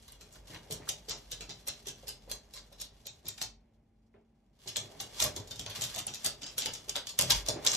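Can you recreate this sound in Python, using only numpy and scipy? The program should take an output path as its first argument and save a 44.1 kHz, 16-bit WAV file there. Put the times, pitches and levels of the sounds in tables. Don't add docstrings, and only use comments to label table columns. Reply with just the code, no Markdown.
import sys
import numpy as np
from scipy import signal
from scipy.fft import rfft, irfft, next_fast_len
from scipy.io import wavfile
from scipy.ndimage import map_coordinates

SR = 44100
rng = np.random.default_rng(int(sys.argv[2]) if len(sys.argv) > 2 else 0)


def wav_record(signal):
    frames = np.transpose(np.atleast_2d(signal))
    bounded = np.clip(frames, -1, 1)
    quanta = np.round(bounded * 32767).astype(np.int16)
    wavfile.write(sys.argv[1], SR, quanta)


N = 342216
TIME = np.arange(N) / SR


def amp(db):
    return 10 ** (np.asarray(db) / 20)


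def unit(x):
    return x / np.sqrt(np.mean(x ** 2) + 1e-20)


def match_energy(x, model):
    return x * np.linalg.norm(model) / np.linalg.norm(x, axis=1, keepdims=True)


def peak(hz, centre, width):
    return 1 / (1 + (2 * (hz - centre) / width) ** 2)


def along(points, hz):
    freqs, values = np.transpose(points)
    return np.interp(np.log(hz + 1), np.log(freqs), values)


def over_time(points):
    return np.interp(TIME, *np.transpose(points))


def wobble(knots, size):
    return map_coordinates(rng.standard_normal(4096), [np.linspace(0, knots, size)], mode="wrap")


def add(track, s, sound):
    start = max(round(s * SR), 0)
    part = track[:, start:start + sound.shape[1]]
    part += sound[:, :part.shape[1]]


def hiss(size):
    return rng.standard_normal((2, size))


def coloured(x, colour_db):
    n = x.shape[-1]
    padded = 2 * next_fast_len(n // 2 + 2048)
    gain = unit(amp(colour_db(np.fft.rfftfreq(padded, 1 / SR))))
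    cepstrum = irfft(np.log(np.maximum(gain, 1e-6)))
    cepstrum[1:padded // 2] *= 2
    cepstrum[padded // 2 + 1:] = 0
    return irfft(rfft(x, padded) * np.exp(rfft(cepstrum)), padded)[..., :n]


def noise(colour):
    return coloured(hiss(N), lambda hz: along(colour, hz))


def burst(shape, centre_hz, width_hz):
    puff = coloured(hiss(len(shape)) * shape, lambda hz: 20 * np.log10(peak(hz, centre_hz, width_hz)))
    return match_energy(puff, shape)


# t/s, level/dB
RUMBLE_LEVEL = [(0, -59.5), (.9, -58.5), (2.1, -62), (3.5, -63.5), (4.35, -76), (4.9, -66.5), (5.6, -63),
                (7.25, -63.5), (7.37, -42), (7.76, -67)]
# f/Hz, level/dB
RUMBLE_COLOUR = [(15, -27), (30, -28), (39, -36), (46, 9), (53, -4), (80, -16.5), (200, -46), (800, -81)]
# f/Hz, level/dB
AIR_COLOUR = [(30, 3.5), (98, 7), (120, -17.5), (200, 16), (450, 0.5), (800, -12), (1300, -21.5),
              (3000, -35.5), (8000, -29.5), (14000, -41)]

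def room_tone(sway_db=2, air_db=-77):
    rumble = amp(over_time(RUMBLE_LEVEL) + sway_db * wobble(35, N)) * noise(RUMBLE_COLOUR)
    return rumble + amp(air_db) * noise(AIR_COLOUR)


# f/Hz, level/dB
HUM_TONES = [(48, -77), (97, -89.5), (225, -75), (801, -92)]

def hum(waver_radians=0.5, swell_db=3):
    mid = np.zeros(N)
    for hz, db in HUM_TONES:
        level = amp(db + swell_db * wobble(32, N))
        mid += level * np.sin(2 * np.pi * hz * TIME + waver_radians * wobble(28, N))
    return np.sqrt(2) * np.array([mid, np.zeros(N)])


# f/Hz, level/dB
KNOCK_COLOUR = [(120, -17), (260, -1.5), (430, -3), (620, -1.5), (850, -5.5), (1300, -14), (2200, -13.5),
                (5000, -34), (10000, -51.5)]
# f/Hz, width/Hz, boost/dB
BOARD_NOTES = [(330, 29, -1), (414, 25, 7), (523, 19, 0), (597, 7.2, 7.5)]

def board_colour(hz):
    return along(KNOCK_COLOUR, hz) + sum(db * peak(hz, f, width) for f, width, db in BOARD_NOTES)


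# t/s, level/dB
SHUFFLE_LEVEL = [(0, -70.5), (.45, -66), (.63, -62.5), (.85, -59), (1.02, -67), (1.6, -66), (3.4, -71.5),
                 (3.9, -82.5), (4.5, -81), (4.9, -59.5), (7.1, -64.5), (7.76, -48)]
# f/Hz, level/dB
THUD_COLOUR = [(35, -26), (60, -8), (85, -2.5), (103, 1.5), (116, -3), (132, 0), (185, -6), (250, -12.5),
               (450, -22), (1500, -73)]

def shuffle(usual_db=-63, tremble_db=-64.5, tremble_growth=0.48):
    level_db = over_time(SHUFFLE_LEVEL)
    rustle = amp(level_db) * coloured(hiss(N), board_colour)
    tremble = amp(tremble_db + tremble_growth * (level_db - usual_db)) * noise(THUD_COLOUR)
    return rustle + tremble


# t/s, level/dB
FUR_LEVEL = [(0, -63.5), (.85, -60), (1.05, -60.5), (2.1, -65.5), (2.6, -69), (3.4, -66.5), (4.7, -59),
             (7.76, -61.5)]
# t/s, length/s, level/dB
SKIDS = [(0.5, 0.041, -51), (4.684, .014, -52.5), (5.14, 0.025, -61.5), (5.219, 0.055, -35),
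         (5.39, 0.041, -62.5), (5.774, 0.12, -42.5), (5.919, .03, -48), (6.243, 0.022, -48.5),
         (7.298, 0.098, -38.5), (7.686, 0.11, -36.5)]

def scuff(level_db=-3, stand_s=3.58, leave_s=4.6, still_db=-25.5, bite_db_per_s=200, fade_db_per_s=610):
    standing = np.interp(TIME, [stand_s - 0.2, stand_s, leave_s, leave_s + 0.005], [0, 1, 1, 0])
    level = amp(over_time(FUR_LEVEL) + still_db * standing)
    for s, length, db in SKIDS:
        before = np.maximum(s - TIME, 0)
        after = np.maximum(TIME - s - length, 0)
        level = np.maximum(level, amp(db - bite_db_per_s * before - fade_db_per_s * after))
    grains = amp(3 * wobble(3500, N) + 3 * wobble(700, N) + 2.2 * wobble(170, N))
    return hiss(N) * unit(grains) * level * amp(level_db)


# f/Hz, time to fade by 60 dB/s
ROOM_FADE = [(100, 0.29), (300, 0.27), (800, 0.25), (2000, 0.25), (5000, 0.23), (13000, 0.13)]

def room_tail(rise_s, colour_db=np.zeros_like):
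    hz, t, bands = signal.stft(coloured(hiss(SR // 3), colour_db), SR, nperseg=256)
    fade = amp(-60 * t / along(ROOM_FADE, hz)[:, None])
    tail = signal.istft(bands * fade, SR, nperseg=256)[1]
    return tail * (1 - np.exp(-np.arange(tail.shape[1]) / SR / rise_s))


GRAZE_S = 0.02

def claw_tick(tick_db, room_db, colour_db, walls_db, attack_s=0.00015, life_s=0.0034,
              chatter_db=-2, graze_db=-9, ripple_db=6.5, low_cut_hz=1900):
    def echo_colour(hz):
        return colour_db(hz) + walls_db(hz) + ripple_db * np.tanh(wobble(129.7, len(hz)))

    tail = room_tail(rise_s=0.0016, colour_db=echo_colour)
    size = tail.shape[1]
    t = np.arange(size) / SR
    first = (1 - np.exp(-t / attack_s)) * np.exp(-(t / life_s) ** 2)
    delays_s = rng.uniform(0.003, 0.014, (2, 1))
    neighbours = np.sum((t > delays_s) * np.exp(-np.abs(t - delays_s) / 0.0007), axis=0)
    contact = amp(tick_db) * first + amp(0.5 * (tick_db + room_db) + chatter_db) * neighbours
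    catches = amp(6 * wobble(700, size))
    low_cut = signal.butter(2, low_cut_hz, "high", fs=SR, output="sos")
    tick = signal.sosfilt(low_cut, hiss(size) * contact * catches)
    tick = coloured(tick, lambda hz: colour_db(hz) + 2 * wobble(22.5, len(hz)))
    tick = match_energy(tick, contact)
    echoes = amp(3 * np.exp(-t / 0.031) * (wobble(260, size) - 0.28))
    before = np.arange(-round(GRAZE_S * SR), 0) / SR
    graze = coloured(hiss(len(before)), colour_db) * amp(graze_db) * np.exp(before / 0.0056)
    return np.hstack([amp(room_db) * graze, amp(room_db) * tail * echoes + tick])


# f/Hz, level/dB
CLAW_COLOUR = [(300, -18.5), (900, -11.5), (1500, -12.5), (2400, -10.5), (3500, -5.5), (4800, -7.5),
               (5500, -6.5), (6600, -8), (8000, -11.5), (8800, -16.5), (10500, -19.5), (12700, -10.5),
               (13400, -32), (14200, -36.5), (15500, -54)]
# t/s, level/dB, brightness/(dB per octave), treble/dB
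CLAW_HITS = [(.02, -69, 35, -2), (.08, -54, -0.5, 5), (.12, -58, -0.5, 14), (0.209, -52.5, 0.5, -3),
             (.325, -57, 21, -5), (.545, -46, -7, -2), (.709, -37.5, 3, -2), (0.7222, -37.5, 8.5, 4),
             (0.883, -53, 9, 10), (0.8895, -29.5, 4, -1.5), (.8955, -40.5, 4, 0), (1.086, -41.5, 1, -5),
             (1.095, -36, 2, -18), (1.109, -32, 0.5, -19), (1.131, -54, 9, -20), (1.317, -34.5, 4, -8),
             (1.408, -40, -1.5, -5), (1.493, -43, -4, -9), (1.505, -43.5, 4, -31), (1.669, -51, -4, 7),
             (1.674, -36.5, -0.5, 8), (1.681, -39.5, 11, -9), (1.6865, -38.5, -0.5, -31),
             (1.857, -52.5, -2, -9), (1.87, -37.5, 8.5, -8), (1.883, -38, 2, -2), (2.071, -48, 1, -2),
             (2.08, -41, 3.5, 4), (2.088, -39, 4, 1), (2.297, -48, -3, 11), (2.3151, -34.5, 3.5, 2),
             (2.537, -46.5, 4, -3), (2.56, -47.5, 2, -9), (2.574, -48.5, 1.5, -9), (2.725, -56.5, -1, 5),
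             (2.782, -58, 1, -3), (2.8, -42.5, 5.5, -5), (2.812, -40.5, 6.5, 4), (2.818, -54, 1, 3),
             (3.0553, -51, 3, -20), (3.0675, -41, 6, -34), (3.254, -51, 3, -10), (3.2676, -43, 4.5, -27),
             (3.286, -37.5, 3, -5), (3.379, -47, 1.5, -7), (3.414, -31, 1.5, -4), (3.421, -35.5, 10, -7),
             (4.675, -37.5, 3.5, -16), (4.684, -40.5, 0, 0), (4.7599, -36.5, 3.5, -23),
             (4.767, -27.5, 4, -7.5), (4.773, -56, -1, 10), (5.001, -35, 0.5, -14), (5.008, -43, 20, 20),
             (5.201, -25.5, 3, -2.5), (5.214, -32, 26, -7), (5.2243, -24.5, 6.5, -5), (5.24, -30, -1, 37),
             (5.3625, -36, 3.5, -2), (5.4745, -53, 6, -4), (5.5092, -39.5, 2, -5), (5.557, -48, 5, -6),
             (5.594, -36.5, 5, -6), (5.6634, -38, -4.5, -31), (5.698, -43, -0.5, 6), (5.709, -44, -4, -10),
             (5.75, -50, -7, 6), (5.778, -49, -15, -5), (5.81, -35.5, 5, -2), (5.8189, -30.5, 6.5, -11),
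             (5.838, -33, 4, -0.5), (5.947, -37, 10, -16), (5.961, -38.5, -3.5, 1), (5.979, -36, 5, -4),
             (5.988, -35.5, -1.5, 2), (6.07, -39, 9, -8), (6.078, -41.5, -1.5, -8), (6.137, -38.5, 5, -22),
             (6.145, -39, 3.5, -1), (6.246, -33, 5.5, -3), (6.251, -34, -2.5, 7), (6.26, -27, 3.5, 0),
             (6.417, -43.5, 2, -11), (6.431, -40, 2.5, -22), (6.464, -40.5, 1.5, -18), (6.48, -50, 2, -24),
             (6.58, -30, 0, 0), (6.586, -32, 10, 1), (6.6102, -37.5, 3, -18), (6.6208, -32.5, -1, -15),
             (6.6535, -46, 0, 9), (6.6589, -28.5, -1, -4), (6.7358, -38.5, 7, -5), (6.751, -44, 1, -14),
             (6.884, -47, -2, 1), (6.893, -35, 4, -6), (6.956, -30, -7, -1), (6.963, -32.5, -1.5, -3.5),
             (7.0696, -37.5, 3.5, -5.5), (7.092, -40, 7.5, -9), (7.19, -22.5, 2.5, -9), (7.192, -27, -2, 2),
             (7.211, -23.5, 5, 2), (7.299, -32, -5, -2), (7.3045, -17, 0.5, -8), (7.309, -21.5, 5.5, -10),
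             (7.317, -25, 12, -4), (7.463, -36, 1.5, -3), (7.485, -24.5, 9, -5.5), (7.649, -38.5, -10, 18),
             (7.6645, -21.5, 3, -7.5), (7.6716, -18.5, 8, -36), (7.677, -39, -3, -20),
             (7.7163, -27, 15, -27), (7.749, -26.5, 8, -26)]
# t/s, lower ring f/Hz, upper ring f/Hz, ring boost/dB, dip f/Hz
STEP_RINGS = [(.71, 3970, 5660, 2, 5100), (.89, 2970, 6500, 4.5, 4560), (1.1, 4150, 5490, 2.5, 2540),
              (1.315, 3930, 6200, 1.5, 6760), (1.41, 4100, 5600, 4, 4950), (1.5, 4030, 5800, 7.5, 2740),
              (1.68, 4120, 5730, 9, 4760), (1.87, 3450, 5940, 8, 4870), (2.08, 4340, 5170, 4.5, 3340),
              (2.31, 4360, 6310, 7, 2900), (2.55, 3980, 6700, 2.5, 3040), (2.81, 3920, 5360, 9.5, 5030),
              (3.06, 3950, 6700, 10, 6800), (3.28, 3900, 7100, 4, 3040), (3.414, 3880, 7590, 3, 6890),
              (4.68, 4160, 5310, 2, 4820), (4.76, 3370, 7940, 3.5, 4730), (5.0, 3300, 6200, 3, 2220),
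              (5.22, 3530, 6200, 3.5, 4600), (5.363, 3470, 6500, 12.5, 2900), (5.51, 3670, 6500, 5, 6200),
              (5.594, 3340, 5980, 5, 4700), (5.66, 3480, 6110, 8, 7560), (5.82, 3600, 5130, 5, 4850),
              (5.96, 3550, 5800, 3, 5140), (6.07, 4440, 5830, 4, 5080), (6.14, 3900, 5670, 7, 4750),
              (6.25, 4530, 6620, 0.5, 2530), (6.42, 2750, 6530, 2, 4170), (6.58, 3950, 6400, 0.5, 4900),
              (6.657, 2840, 6300, 4, 5370), (6.74, 3350, 5540, -1, 4360), (6.89, 3570, 5650, 0, 4160),
              (6.956, 3420, 7800, 4, 2540), (7.07, 3420, 5930, 1.5, 6300), (7.2, 3080, 6900, 2.5, 4120),
              (7.31, 3800, 5430, 4, 7740), (7.485, 3480, 6500, 4, 7730), (7.67, 3480, 5300, 5, 4660)]

def claws(walls_db=6.5, drift_radians_per_s=2.55, ring_width_hz=330, dip_db=7, dip_width_hz=300,
          usual_tick_db=-35.5, usual_room_db=-39.5, room_growth=0.78):
    grid = np.linspace(0, SR / 2, 4096)
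    here, there = wobble(900, len(grid)), wobble(900, len(grid))
    treble = lambda hz: np.clip((hz - 7500) / 1500, 0, 1)
    scuff_walls = lambda hz: walls_db * np.tanh(np.interp(hz, grid, here))
    track = coloured(scuff(), lambda hz: along(CLAW_COLOUR, hz) + scuff_walls(hz) - 3 * treble(hz))
    for s, tick_db, bright_db, treble_db in CLAW_HITS:
        _, lower_hz, upper_hz, ring_db, dip_hz = min(STEP_RINGS, key=lambda row: abs(row[0] - s))

        def colour(hz):
            rings = ring_db * (peak(hz, lower_hz, ring_width_hz) + peak(hz, upper_hz, ring_width_hz))
            dip = dip_db * peak(hz, dip_hz, dip_width_hz)
            tilt = bright_db * np.log2(np.clip(hz, 1800, 7000) / 4500)
            return along(CLAW_COLOUR, hz) + rings - dip + tilt + treble_db * treble(hz)

        angle = drift_radians_per_s * s
        pattern_db = walls_db * np.tanh(here * np.cos(angle) + there * np.sin(angle))
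        lost_db = 2 + 0.77 * max(treble_db, 0)
        walls = lambda hz: np.interp(hz, grid, pattern_db) - lost_db * treble(hz)
        room_db = usual_room_db + room_growth * (tick_db - usual_tick_db)
        add(track, s - GRAZE_S, claw_tick(tick_db, room_db, colour, walls))
    return track


# t/s, level/dB, f/Hz
SNAPS = [(.1205, -59, 8650), (0.8902, -36, 6300), (1.095, -47, 12100), (1.314, -46, 13400),
         (1.681, -40.5, 12200), (1.685, -39.5, 7700), (1.869, -49, 12800), (2.313, -48, 12900),
         (2.538, -68, 11500), (2.817, -40.5, 5940), (3.056, -70, 9200), (3.067, -46.5, 13000),
         (3.283, -39.5, 12100), (3.289, -42.5, 4690), (4.7594, -34.5, 3700), (5.2227, -30, 5650),
         (5.363, -46, 5470), (5.474, -57, 5660), (5.662, -43, 5640), (6.067, -40.5, 9300),
         (6.245, -37, 7600), (6.582, -41, 12500), (6.894, -32.5, 6100), (7.189, -30, 11100),
         (7.21, -44, 6600), (7.3008, -31.5, 12600), (7.4625, -61, 13000), (7.649, -38.5, 6430),
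         (7.6649, -27, 5740)]

def snaps(boost_db=2, life_s=0.0047, width_hz=3000):
    track, t = np.zeros((2, N)), np.arange(SR // 50) / SR
    for s, db, pitch_hz in SNAPS:
        add(track, s, amp(db + boost_db) * burst(np.exp(-(t / life_s) ** 2), pitch_hz, width_hz))
    return track


def floor_knock(colour_db, rise_s, direct_gain=0.35, direct_life_s=0.019):
    tail = room_tail(rise_s)
    t = np.arange(tail.shape[1]) / SR
    knock = tail + direct_gain * np.exp(-(t / direct_life_s) ** 2) * hiss(len(t))
    return match_energy(coloured(knock, colour_db), knock) / np.sqrt(2)


# t/s, level/dB, board note f/Hz
PAD_STEPS = [(0.206, -60, 422), (.36, -59, 604), (0.5, -50, 295), (0.542, -53.5, 300), (.703, -44.5, 439),
             (.718, -51.5, 642), (.742, -56, 458), (.8, -51.5, 283), (0.888, -49, 553), (1.083, -48.5, 437),
             (1.108, -52, 660), (1.13, -50, 896), (1.313, -52.5, 490), (1.404, -53.5, 453),
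             (1.486, -52.5, 407), (1.676, -51, 564), (1.867, -48.5, 403), (2.033, -53.5, 523),
             (2.075, -54.5, 424), (2.276, -50, 514), (2.31, -49, 578), (2.537, -58, 503), (2.716, -60, 554),
             (2.798, -58, 576), (3.059, -57.5, 550), (3.247, -52.5, 338), (3.412, -50.5, 737),
             (4.143, -56, 414), (4.659, -50.5, 374), (4.766, -45.5, 622), (4.829, -54.5, 360),
             (4.915, -57.5, 780), (4.95, -57, 640), (4.998, -51, 789), (5.199, -46.5, 980),
             (5.222, -41, 622), (5.25, -38.5, 605), (5.258, -42, 1150), (5.331, -70, 400),
             (5.364, -42.5, 352), (5.378, -51, 960), (5.507, -54, 590), (5.594, -52, 764), (5.66, -50, 584),
             (5.763, -55, 1140), (5.775, -53, 790), (5.816, -48, 620), (5.946, -52, 744), (5.975, -51, 705),
             (5.99, -64, 900), (6.068, -49, 795), (6.247, -47, 796), (6.257, -47, 610), (6.421, -51.5, 286),
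             (6.576, -51, 504), (6.621, -58.5, 530), (6.656, -47.5, 493), (6.662, -45.5, 876),
             (6.734, -57, 490), (6.879, -49.5, 408), (6.955, -47.5, 760), (7.189, -41.5, 575),
             (7.23, -39, 582), (7.302, -43, 584), (7.484, -35.5, 621), (7.489, -38.5, 530),
             (7.499, -42, 428), (7.56, -39, 337), (7.665, -42.5, 575), (7.674, -46.5, 598),
             (7.714, -54, 560)]
# t/s, deepest note f/Hz, thud level above the pad's/dB
FLOOR_PATH = [(0.701, 165.6, 3), (1.1, 150, -4.5), (1.5, 139, 6), (2.501, 125, -10), (3.2, 107.8, 7),
              (4.2, 106.4, -10.5), (4.7, 116, 3), (5.2, 105, 1), (5.5, 103, 10), (6.3, 140, 2),
              (6.9, 135, -5.5), (7.25, 129, 7.5), (7.6, 134, -7)]

def paws(note_db=2.5, note_fade_s=0.1, note_growth=0.2, usual_db=-50, slap_s=0.002, knock_db=2.5):
    track, t = np.zeros((2, N)), np.arange(SR // 8) / SR
    note_shape = (1 - np.exp(-t / 0.0014)) * amp(-60 * t / note_fade_s)
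    path_s, path_hz, path_db = np.transpose(FLOOR_PATH)
    for s, db, pitch_hz in PAD_STEPS:
        note = note_shape * np.sin(2 * np.pi * pitch_hz * t)
        note *= amp(db + note_db + note_growth * (db - usual_db))
        add(track, s, np.array([note, np.zeros(len(t))]))
        slap = burst(np.exp(-t / slap_s), pitch_hz, width_hz=480)
        add(track, s, amp(db) * slap)
        hollow = lambda hz: board_colour(hz) + 8 * peak(hz, pitch_hz, width=120)
        add(track, s, amp(db + knock_db) * floor_knock(hollow, rise_s=0.016))
        thud_hz, thud_db = np.interp(s, path_s, path_hz), np.interp(s, path_s, path_db)
        thud = lambda hz: along(THUD_COLOUR, hz) + 7 * peak(hz, thud_hz, width=30)
        add(track, s, amp(db + thud_db) * floor_knock(thud, rise_s=0.0069))
    return track


# middle t/s, half length/s, level/dB, f/Hz
RUBS = [(0.361, 0.027, -65, 1400), (0.55, 0.025, -53, 1950), (0.832, 0.027, -59.5, 1900),
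        (0.877, 0.0035, -47.5, 1250), (4.148, 0.006, -69, 1900)]

def rubs(width_hz=1000, judder_db=4):
    track, t = np.zeros((2, N)), np.arange(-SR // 10, SR // 10) / SR
    for s, half_length, db, pitch_hz in RUBS:
        judder = unit(amp(judder_db * wobble(60, len(t))))
        swell = np.exp(-(t / half_length) ** 2) * judder
        add(track, s + t[0], amp(db) * burst(swell, pitch_hz, width_hz))
    return track


# t/s, level/dB, floor note f/Hz
LANDINGS = [(0.717, -46, 163), (.889, -52, 135), (5.225, -33, 72.6), (5.238, -41, 109), (5.347, -45, 75.4),
            (5.378, -38, 130), (7.307, -33, 54), (7.368, -29, 50), (7.5, -52, 41)]

def landings(fade_s=0.072, rise_s=0.016, boost_db=9):
    track, t = np.zeros((2, N)), np.arange(SR // 3) / SR
    shape = amp(-60 * t / fade_s) * (1 - np.exp(-t / rise_s))
    for s, db, floor_hz in LANDINGS:
        swing = shape * np.sin(2 * np.pi * floor_hz * t)
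        add(track, s, amp(db + boost_db) * np.array([swing, swing]))
    return track


# f/Hz, side level/dB
STEREO_WIDTH = [(90, -28), (300, -8), (480, -7), (700, -2), (1250, -6.5), (1950, -19), (2800, 0.5),
                (4200, -1.5), (4800, 3), (5500, -9), (6300, -5.5), (7500, 1), (9200, 11.5), (11500, 7.5),
                (13000, -0.5)]

def scene():
    mid, side = claws() + snaps() + paws() + rubs() + landings() + shuffle() + room_tone() + hum()
    padded = next_fast_len(N + 8192)
    width = amp(along(STEREO_WIDTH, np.fft.rfftfreq(padded, 1 / SR)))
    side = irfft(rfft(side, padded) * width, padded)[:N]
    return np.array([mid + side, mid - side])


def record(dry):
    return signal.sosfilt(signal.butter(20, 14000, fs=SR, output="sos"), dry)


dry = scene()
out = record(dry)
wav_record(out)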